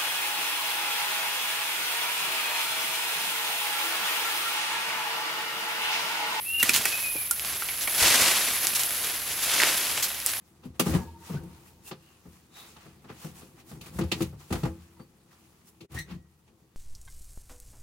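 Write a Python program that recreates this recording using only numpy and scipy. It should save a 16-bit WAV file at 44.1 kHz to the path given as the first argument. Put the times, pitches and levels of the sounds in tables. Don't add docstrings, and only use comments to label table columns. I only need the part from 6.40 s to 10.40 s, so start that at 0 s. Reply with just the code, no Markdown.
import sys
import numpy as np
from scipy import signal
from scipy.fft import rfft, irfft
from scipy.io import wavfile

SR = 44100
rng = np.random.default_rng(int(sys.argv[2]) if len(sys.argv) > 2 else 0)


def log_audio(samples):
    frames = np.atleast_2d(samples).T
    limited = np.clip(frames, -1, 1)
    pcm = np.round(limited * 32767).astype(np.int16)
    wavfile.write(sys.argv[1], SR, pcm)


N = 176400
T = np.arange(N) / SR
FREQS = np.maximum(np.fft.rfftfreq(N, 1 / SR), 1)

# (frequency [Hz], side gain [dB])
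LEAF_WIDTH = [(100, -23), (500, -12), (1400, -15.5), (2800, -12), (5000, -6.5), (14000, -2)]


def crown():
    # (time [s], level [dB])
    pull_levels = [(0, -48), (.18, -47), (.25, -29), (.47, -30.5), (.7, -39.5), (.95, -42), (1.1, -33.5),
                   (1.24, -38), (1.39, -36.5), (1.54, -32), (1.66, -17), (1.745, -18.5), (1.775, -21.5),
                   (1.83, -19.5), (2.03, -27), (2.42, -32), (2.57, -34), (2.66, -30.5), (2.83, -35.5),
                   (3.0, -32.5), (3.12, -25), (3.27, -23), (3.33, -27), (3.58, -30.5), (3.72, -36),
                   (3.83, -36), (3.9, -34.5), (4, -38.5)]
    # (frequency [Hz], gain [dB])
    leaf_spectrum = [(40, -27), (100, -11), (200, -9.5), (300, -4.5), (420, -6), (650, -3), (1100, -3),
                     (1700, -1.5), (2600, -0.5), (4500, -3), (8000, -6), (12000, -9), (15500, -18.5)]
    crinkles_per_s, twig_ticks_per_s = 2500, 70
    rush_db, crinkle_db, twig_db = -3, -6.5, -15
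    flutter_db, band_wander_db, flutter_hz = 1.34, -0.07, 32
    pull = curve(pull_levels)
    white = rfft(rng.standard_normal((2, N)))
    octave = np.clip(np.floor(np.log2(FREQS / 250)), 0, 5)
    rush = sum(irfft(white * (octave == k), N) * from_db(band_wander_db * drift(flutter_hz))
               for k in range(6))
    density = np.sqrt(rms_one(pull))
    leaves = rms_one(crinkles(crinkles_per_s * density) / np.sqrt(density))
    twigs = rms_one(crinkles(twig_ticks_per_s * density) / np.sqrt(density))
    rustle = from_db(rush_db) * rms_one(rush) + from_db(crinkle_db) * leaves + from_db(twig_db) * twigs
    flutter = from_db(flutter_db * drift(flutter_hz))
    return widen(colour(rustle, leaf_spectrum), LEAF_WIDTH) * pull * flutter


def crinkles(per_s):
    spread_db = 0.5
    sizes = from_db(spread_db * np.minimum(rng.exponential(1, N), 5)) * rng.choice([-1, 1], N)
    ticks = sizes * (rng.random(N) < per_s / SR)
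    place, band = rng.standard_normal(N), rng.integers(0, 10, N)
    out = 0
    for k, hz in enumerate(np.geomspace(900, 14000, 10)):
        mid = ticks * (band == k)
        out = out + np.sqrt(hz) * rms_one(ring(np.array([mid, mid * place]), hz, t60=1.95 / hz))
    return rms_one(out)


def brushes():
    # (time [s], length [s], level [dB])
    swipes = [(.196, .004, -29), (.333, 0.039, -22), (1.408, 0.024, -30), (1.576, 0.045, -27.5),
              (2.348, 0.02, -25.5), (2.393, 0.023, -28), (3.02, 0.028, -27.5), (3.365, 0.013, -28),
              (3.624, 0.021, -23), (3.866, 0.049, -31.5)]
    # (frequency [Hz], gain [dB])
    swipe_spectrum = [(200, -44), (1000, -1), (2800, 4), (6000, 4.5), (11000, 1.5), (15500, 3)]
    ticks = colour(crinkles(per_s=7000), swipe_spectrum)
    return widen(ticks, LEAF_WIDTH) * strokes(swipes, release_s=0.012)


def cracks():
    # (time [s], length [s],
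    # wood note [Hz], wood level [dB], wood t60 [s], snap centre [Hz], snap level [dB])
    breaks = [(0.2286, 0.0048, 2200, -21, 0.0017, 11000, -16.5),
              (0.293, 0.0052, 2400, -17.5, .0035, 6800, -22.5),
              (0.342, 0.00085, 2900, -25.5, 0.0064, 9000, -36), (0.349, 0.0056, 2630, -26, .004, 6000, -45),
              (0.3627, 0.00056, 2580, -25, .003, 6900, -28),
              (0.455, 0.0052, 1780, -23, 0.0048, 6100, -24.5), (.9110, 0.0042, 1430, -32, 0.02, 9700, -20),
              (0.9963, .0005, 2560, -34.5, .003, 4500, -45),
              (1.0486, 0.00087, 2400, -35.5, .003, 5000, -40),
              (1.2214, 0.0043, 1440, -32.5, 0.019, 6000, -50),
              (1.2876, 0.012, 2200, -31, 0.0079, 6000, -50), (1.475, 0.0056, 2150, -27, 0.0074, 10000, -31),
              (2.27, 0.0007, 2420, -53, .004, 6600, -21.5), (2.3945, .001, 2500, -39, .003, 6000, -30),
              (2.4346, 0.003, 2740, -43, 0.0028, 5800, -26.5),
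              (2.5076, 0.0011, 1850, -34, 0.0026, 6000, -36), (2.645, .001, 2500, -43, .003, 6000, -33.5),
              (3.201, 0.0015, 2030, -20.5, 0.0064, 6000, -34),
              (3.2180, 0.0051, 2060, -22, 0.005, 4000, -42), (3.229, 0.0033, 1770, -26, 0.005, 4000, -45),
              (3.235, 0.0015, 1720, -19, 0.0044, 4000, -36), (3.5777, .001, 1930, -30.5, 0.0036, 6000, -39),
              (3.802, .001, 2410, -48, .003, 5960, -37.5), (3.8626, .0004, 1800, -51, .003, 8900, -19.5),
              (3.935, 0.0046, 1970, -32, 0.0021, 7000, -37)]
    # (frequency over the note [ratio], gain [dB], t60 over the wood t60 [ratio])
    wood_modes = [(.38, -13.5, 0.65), (.76, -12, 0.45), (1, 2, 0.97), (1.37, -9, 0.34)]
    fibres_per_s, side_db, echo_db = 6000, -13.5, -6
    low_cut = signal.butter(2, 1180, "high", fs=SR, output="sos")
    out, t = np.zeros((2, N + SR)), T[:2048]
    to_10_ms = np.sqrt(.01 * SR / len(t))
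    for start, length, wood_hz, wood_db, wood_t60, snap_hz, snap_db in breaks:
        fibres = rng.standard_normal((2, len(t))) * (rng.random(len(t)) < fibres_per_s / SR)
        mid, side = fibres * np.exp(-(t / length) ** 2)
        mid[0] = 2.5
        fibres = stereo(mid, side * from_db(side_db))
        wood = sum(from_db(db) * ring(fibres, ratio * wood_hz, share * wood_t60)
                   for ratio, db, share in wood_modes)
        snap = signal.sosfilt(low_cut, ring(fibres, snap_hz, t60=0.00041) + fibres)
        crack = from_db(wood_db) * rms_one(wood) + from_db(snap_db) * rms_one(snap)
        i = int(start * SR)
        out[:, i:i + len(t)] += to_10_ms * crack
    direct = panned(out[:, :N], left_db=-2)
    return direct + from_db(echo_db) * tree_echoes(direct, t60=0.12)


def thuds():
    # (time [s], length [s], centre [Hz], level [dB])
    bumps = [(0.229, 0.0097, 170, -34), (0.291, 0.0049, 187, -33), (0.319, 0.083, 110, -45),
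             (.749, 0.013, 302, -40), (1.476, 0.0048, 830, -29.5), (1.616, 0.047, 47.5, -42),
             (1.786, .06, 60, -46), (3.218, 0.021, 543, -34), (3.575, .006, 520, -36)]
    bandwidth_ratio, side_db = 1.4, -25
    out = 0
    for start, length, hz, db in bumps:
        t60 = np.log(1000) / (np.pi * bandwidth_ratio * hz)
        mid, side = ring(rng.standard_normal((2, N)), hz, t60)
        high_cut = signal.butter(2, 3 * hz, fs=SR, output="sos")
        body = signal.sosfilt(high_cut, stereo(mid, side * from_db(side_db)))
        out = out + rms_one(body) * strokes([(start, length, db)], release_s=0.0053)
    return out


def bird():
    # (time [s], pitch [Hz], level [dB])
    notes = [
        [(.05, 2570, -47), (.082, 2720, -38), (.125, 2756, -30), (.164, 2800, -26.5), (.175, 2725, -28),
         (.184, 2810, -28), (.21, 2805, -23), (.228, 2650, -34)],
        [(.45, 2590, -26), (.48, 2586, -41), (.54, 2512, -31), (.565, 2586, -39), (.61, 2573, -37),
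         (.655, 2493, -30.5), (.725, 2500, -51), (.765, 2420, -39.5), (.82, 2330, -43.5), (.88, 2330, -59)],
    ]
    # (near whistle [dB], far whistle [dB])
    echo_levels = [-10.5, 0.5]
    waver_hz, flutter_db = 11.1, 3.2
    out = 0
    for note, echo_db in zip(notes, echo_levels):
        times, hz, db = np.transpose(note)
        pitch = np.interp(T, times, hz) + waver_hz * drift(rate_hz=31)
        level = from_db(np.interp(T, times, db) + flutter_db * drift(rate_hz=40))
        singing = (T > times[0]) & (T < times[-1])
        song = np.sqrt(2) * level * singing * np.sin(2 * np.pi * np.cumsum(pitch) / SR)
        echo = from_db(echo_db)
        out = out + (song + echo * tree_echoes(song, t60=.3)) / np.hypot(1, echo)
    return out


def insects():
    # (time [s], level [dB])
    chorus_levels = [(0, -33.5), (.4, -34.5), (.72, -30.5), (.95, -33.5), (1.35, -33.5), (1.52, -29),
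                     (2.0, -30), (2.45, -30), (2.85, -35), (3.2, -30), (3.55, -33), (3.8, -38), (4, -32.5)]
    # (frequency [Hz], gain [dB])
    chorus_spectrum = [(9000, -31.5), (10000, -6), (10170, -5), (10650, 1), (11150, -1), (11900, -4),
                       (13000, -8.5), (15500, -14.5)]
    side_db, throb_db = -7.5, 1.2
    mid, side = colour(rng.standard_normal((2, N)), chorus_spectrum)
    hiss = rms_one(stereo(mid, side * from_db(side_db)))
    return hiss * curve(chorus_levels) * from_db(throb_db * drift(rate_hz=40))


def air():
    # (frequency [Hz], gain [dB])
    air_spectrum = [(20, -25), (50, 2), (120, 0.5), (230, -7.5), (500, -15.5), (1200, -25), (2400, -4),
                    (3500, -12.5), (8000, -25.5), (15500, -9)]
    # (frequency [Hz], side gain [dB])
    air_width = [(30, -25), (120, -13), (500, 8), (2000, -3), (8000, 1)]
    return from_db(-42.5) * widen(colour(rng.standard_normal((2, N)), air_spectrum), air_width)


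def tree_echoes(x, t60):
    mid, side = rng.standard_normal((2, SR)) * from_db(-60 * T[:SR] / t60)
    tail = stereo(mid, side * .5)
    tail /= np.sqrt(np.sum(tail ** 2) / 2)
    return signal.fftconvolve(np.atleast_2d(x), tail, axes=1)[:, :N]


def ring(x, hz, t60):
    radius, angle = from_db(-60 / (t60 * SR)), 2 * np.pi * hz / SR
    return signal.lfilter([1, 0, -1], [1, -2 * radius * np.cos(angle), radius ** 2], x + 1e-18)


def strokes(rows, release_s, attack_s=0.0021):
    return sum(from_db(db) * np.clip((T - start) / attack_s, 0, 1)
               * np.exp(-np.maximum(T - start - length, 0) / release_s) for start, length, db in rows)


def drift(rate_hz):
    return rms_one(irfft(rfft(rng.standard_normal(N)) / (1 + (FREQS / rate_hz) ** 2), N))


def curve(rows):
    return from_db(np.interp(T, *np.transpose(rows)))


def colour(x, points):
    hz, db = np.transpose(points)
    return irfft(rfft(x) * from_db(np.interp(np.log(FREQS), np.log(hz), db)), N)


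def stereo(mid, side):
    return np.array([mid + side, mid - side])


def widen(mid_side, width):
    mid, side = mid_side
    return rms_one(stereo(mid, colour(side, width)))


def panned(x, left_db):
    return np.array([x[0] * from_db(left_db / 2), x[1] * from_db(-left_db / 2)])


def from_db(db):
    return 10 ** (np.asarray(db) / 20)


def rms_one(x):
    return x / np.sqrt(np.mean(x ** 2) + 1e-20)


def scene():
    # (time [s], left minus right [dB])
    crown_path = [(0, -1.2), (1.4, -1), (1.6, 0), (4, 0.5)]
    foliage = panned(crown() + brushes(), np.interp(T, *np.transpose(crown_path)))
    return foliage + cracks() + thuds() + bird() + panned(insects(), left_db=-1.4) + air()


def record(dry):
    cutoff_hz = 15750
    high_cut = signal.ellip(12, .1, 80, cutoff_hz, fs=SR, output="sos")
    return signal.sosfilt(high_cut, np.clip(dry, -1, 1))


dry = scene()
out = record(dry)
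log_audio(out)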